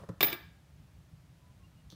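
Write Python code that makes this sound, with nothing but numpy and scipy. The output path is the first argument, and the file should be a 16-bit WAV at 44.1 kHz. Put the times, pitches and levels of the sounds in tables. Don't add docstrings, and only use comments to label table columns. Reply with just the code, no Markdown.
import sys
import numpy as np
from scipy import signal
from scipy.fft import irfft
from scipy.io import wavfile
from scipy.ndimage import uniform_filter1d

SR = 44100
rng = np.random.default_rng(int(sys.argv[2]) if len(sys.argv) > 2 else 0)


def unload_audio(sound):
    columns = np.transpose(np.atleast_2d(sound))
    steps = np.round(np.clip(columns, -1, 1) * 32767)
    wavfile.write(sys.argv[1], SR, steps.astype(np.int16))


N = 85995
T = np.arange(N) / SR

# freq_hz, density_db
CLACK_SPECTRUM = [(30, -51.5), (90, -25), (170, -20), (400, 0), (650, -4.5), (1050, -1), (1450, -11),
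                  (2350, 1), (3100, -6.5), (3700, 1.5), (4300, -8), (4950, -10), (5900, -16), (8000, -26.5),
                  (16000, -44.5)]
# freq_hz, density_db
EDGE_SPECTRUM = [(2000, -14), (5500, -13), (7000, 1.5), (7700, -3), (8600, 3), (10300, -5), (12000, 0),
                 (13200, 3), (14800, 16), (15800, -6.5)]
EDGE_T60_S, CONTACT_RISE_S = 0.04, 0.00041


def amp(db):
    return 10 ** (np.asarray(db) / 20)


def unit_rms(x):
    return x / np.sqrt(np.mean(x ** 2) + 1e-20)


def decay(t_s, t60_s):
    return amp(-60 * t_s / t60_s)


def log_interp(points, hz):
    freq_hz, value = np.transpose(points)
    return np.interp(np.log(hz + 1), np.log(freq_hz + 1), value)


def add(mix, start_s, sound):
    part = mix[max(round(start_s * SR), 0):][:len(sound)]
    part += sound[:len(part)]


def soften(x, rise_s):
    return x * np.minimum(T[:len(x)] / rise_s, 1)


def noise(spectrum, size):
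    hz = np.fft.rfftfreq(size, 1 / SR)
    phase = np.exp(2j * np.pi * rng.random(len(hz)))
    return unit_rms(irfft(amp(log_interp(spectrum, hz)) * phase, size))


def burst(spectrum, t60_s, size=4096):
    fade = decay(T[:size], t60_s)
    return unit_rms(noise(spectrum, size) * fade) * np.sqrt(np.mean(fade ** 2))


def ring(modes, size=16384):
    t = T[:size]
    out = sum(amp(db) * decay(t, t60_s) * np.sin(2 * np.pi * hz * t) * rng.choice([-1, 1])
              for hz, db, t60_s in modes)
    return out / np.sqrt(sum(amp(db) ** 2 for _, db, _ in modes) / 2)


def room_rumble():
    spectrum = [(12, -56), (25, -32.5), (40, -15), (62, -0.5), (110, -3.5), (165, -2.5), (215, -15.5),
                (290, -16.5), (340, -21), (490, -25.5), (580, -21.5), (700, -24), (1100, -27), (1450, -28),
                (2800, -31), (6000, -36), (15500, -43)]
    surges = [(0.02, 11.5), (0.43, 8.5), (0.48, 5.5), (0.75, 7), (0.81, 10.5), (0.86, 1.5), (0.98, 6.5),
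              (1.14, 9), (1.21, 5.5), (1.31, 9), (1.501, 7), (1.601, 8.5), (1.66, 1.5), (1.77, 2.5),
              (1.87, 6.5)]
    air_db, rumble_top_hz, surge_width_s = -60, 230, 0.025
    air = noise(spectrum, N)
    rumble = signal.sosfiltfilt(signal.butter(2, rumble_top_hz, fs=SR, output="sos"), air)
    surge_db = sum(db * np.exp(-((T - centre_s) / surge_width_s) ** 2) for centre_s, db in surges)
    return amp(air_db) * (air + rumble * (amp(surge_db) - 1))


def room_echo(x):
    decay_times = [(150, .3), (500, .36), (1500, 0.5), (3700, .48), (7000, 0.52), (14500, 0.26)]
    colour = [(150, -1), (380, -4.5), (700, 2.5), (1200, 2.5), (1700, 8.5), (2050, -4), (2350, -5.5),
              (2900, 0.5), (3600, -5.5), (4300, -3), (7000, -10), (14500, -2.5)]
    hz, t, bands = signal.stft(rng.standard_normal(SR), SR, nperseg=256)
    fade = decay(t, log_interp(decay_times, hz)[:, None])
    energy = np.mean(fade ** 2, axis=1, keepdims=True) * SR
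    fade *= amp(log_interp(colour, hz))[:, None] / np.sqrt(energy)
    _, tail = signal.istft(bands * fade, SR, nperseg=256)
    return signal.fftconvolve(x, soften(tail, rise_s=0.025))[:N]


def far_tones():
    tones = [(1.388, .16, 995, -72), (1.596, 0.079, 1082, -70), (1.629, .04, 2786, -67.5),
             (1.751, .08, 2830, -73.5)]
    waver_depth = 0.0117
    out = np.zeros(N)
    for start_s, length_s, pitch_hz, level_db in tones:
        waver = 1 + waver_depth * unit_rms(uniform_filter1d(rng.standard_normal(N), 400))
        arch = np.sin(np.pi * np.clip((T - start_s) / length_s, 0, 1))
        out += amp(level_db) * arch * np.sin(2 * np.pi * np.cumsum(pitch_hz * waver) / SR)
    return out


def handling_ticks():
    ticks = [(1.9018, -49), (1.9110, -55), (1.917, -54), (1.9235, -52), (1.93, -57), (1.9373, -59)]
    spectrum = [(1000, -39), (2750, -35), (3250, -1), (4200, -1), (5100, -9.5), (6100, -8), (7200, -21),
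                (9500, -21), (15000, -26)]
    out = np.zeros(N)
    for start_s, level_db in ticks:
        add(out, start_s, amp(level_db) * burst(spectrum, t60_s=0.022))
    return out


def fingers():
    rub_spectrum = [(30, -42), (150, -3.5), (300, -11), (560, 1), (800, -9), (1200, -6), (1800, -21.5),
                    (2500, -21.5), (8000, -32), (9700, -27), (11000, -35), (15000, -38)]
    bumps = [(0.002, -64, -57.5), (0.0192, -47, -65.5), (0.0361, -57, -44), (0.0892, -25, -36.5),
             (1.924, -41.5, -55.5)]
    wall_modes = [(111, -9, 0.1), (178.3, -4, .075), (308, -7, 0.053)]
    tap_spectrum = [(25, -38), (90, -13), (330, 1), (560, 4.5), (760, -19.5), (1050, -8), (1220, -7),
                    (1450, -21), (1850, -17.5), (2300, -36), (6000, -31), (9500, -42.5), (15000, -46.5)]
    rub_db, rub_end_s = -54.5, 0.08
    out = amp(rub_db) * noise(rub_spectrum, N) * np.clip(1 - T / rub_end_s, 0, 1)
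    for start_s, thump_db, tap_db in bumps:
        add(out, start_s, amp(thump_db) * soften(ring(wall_modes), rise_s=0.012))
        add(out, start_s, amp(tap_db) * soften(burst(tap_spectrum, t60_s=0.05), CONTACT_RISE_S))
    return out


def coin_skitter():
    start_s, end_s, contacts_per_s = 0.24, 0.325, 700
    clack_db, tick_db = -42.5, -57.5
    impulses = rng.exponential(1, N) * (rng.random(N) < contacts_per_s / SR)
    contacts = unit_rms(impulses) * (T > start_s) * (T < end_s)
    clack, tick = burst(CLACK_SPECTRUM, t60_s=0.013), burst(EDGE_SPECTRUM, EDGE_T60_S)
    response = amp(clack_db) * clack / np.linalg.norm(clack) + amp(tick_db) * tick / np.linalg.norm(tick)
    return signal.fftconvolve(contacts, response)[:N]


def coin_impacts():
    impacts = [(0.2069, -18.5, 0.054, -36, -31.5, -41), (0.2136, -31.5, 0.023, -34.5, -37, -37),
               (0.2285, -17, 0.044, -29.5, -31.5, -20.5), (0.2313, -23, 0.023, -35, -35.5, -47),
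               (0.2401, -39.5, .015, -32, -53, -40), (0.2474, -29.5, .015, -48, -48, -48),
               (0.2490, -37, .015, -51, -37.5, -35), (0.2660, -40.5, 0.027, -54, -42, -37),
               (0.2835, -31.5, 0.031, -44, -58, -41), (0.2893, -42.5, 0.049, -61, -69, -54),
               (0.304, -57, 0.038, -55, -47, -41), (0.326, -66, 0.026, -35.5, -58, -49),
               (0.3287, -29.5, 0.032, -36, -39.5, -36.5), (0.341, -40.5, 0.043, -47, -49.5, -60),
               (0.3500, -54, 0.022, -50, -63, -61)]
    box_modes = [(580.3, -3, 0.023), (695, -11, 0.13), (928, -19, .12), (1203.3, -10, 0.17),
                 (1635, -11, .14), (2053, -13, 0.12), (2324, 1, .05), (2323, 4, 0.044), (2630, -7, 0.066),
                 (3030, -5.5, .04), (3468, -5, 0.03), (3607, 1.5, 0.063), (4870, 0, .025),
                 (5445, -14, 0.023)]
    cavity_modes = [(154, -7.5, 0.12), (243.4, -9.5, 0.036), (331, -6, 0.046), (356, -5.5, 0.066),
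                    (409.5, -5.5, 0.043)]
    coin_modes = [(14115, -10, .1), (14160, -13, .16), (14415, -12, .24), (14540, -11, .16),
                  (14637, -13, .2), (14720, -11, .07), (14893, 0, .17)]
    shimmer_spectrum = [(11000, -63), (13700, -23), (14100, 1.5), (14330, -1), (14600, -21), (14950, -13),
                        (15200, -7), (15800, -31)]
    dense_db, modal_db, shimmer_db = -3.5, -5, -4.5
    flat_at_s, flat_t60_s = 0.3, 0.053
    box, metal = np.zeros(N), np.zeros(N)
    for start_s, clack_db, clack_t60_s, thud_db, tick_db, ring_db in impacts:
        clack = amp(dense_db) * burst(CLACK_SPECTRUM, clack_t60_s, size=16384)
        clack += amp(modal_db) * ring(box_modes)
        add(box, start_s, amp(clack_db) * soften(clack, CONTACT_RISE_S))
        add(box, start_s, amp(thud_db) * soften(ring(cavity_modes), rise_s=0.003))
        add(box, start_s, amp(tick_db) * burst(EDGE_SPECTRUM, EDGE_T60_S))
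        tone = ring(coin_modes) + amp(shimmer_db) * burst(shimmer_spectrum, t60_s=0.12, size=16384)
        lying_s = np.maximum(T[:len(tone)] - max(flat_at_s - start_s, 0), 0)
        add(metal, start_s, amp(ring_db) * soften(tone, CONTACT_RISE_S) * decay(lying_s, flat_t60_s))
    return box, metal


def scene():
    box_send_db, metal_send_db, ticks_send_db = -7.5, -9, 0.5
    knocks, metal = coin_impacts()
    box = knocks + coin_skitter() + fingers()
    ticks = handling_ticks()
    echo = room_echo(amp(box_send_db) * box + amp(metal_send_db) * metal + amp(ticks_send_db) * ticks)
    return (box + metal + ticks + echo + room_rumble() + far_tones())[None]


def record(dry):
    cutoff_hz = 15800
    lowpass = signal.firwin(255, cutoff_hz, window=("kaiser", 9), fs=SR)
    return signal.oaconvolve(dry, lowpass[None], "same")


dry = scene()
out = record(dry)
unload_audio(out)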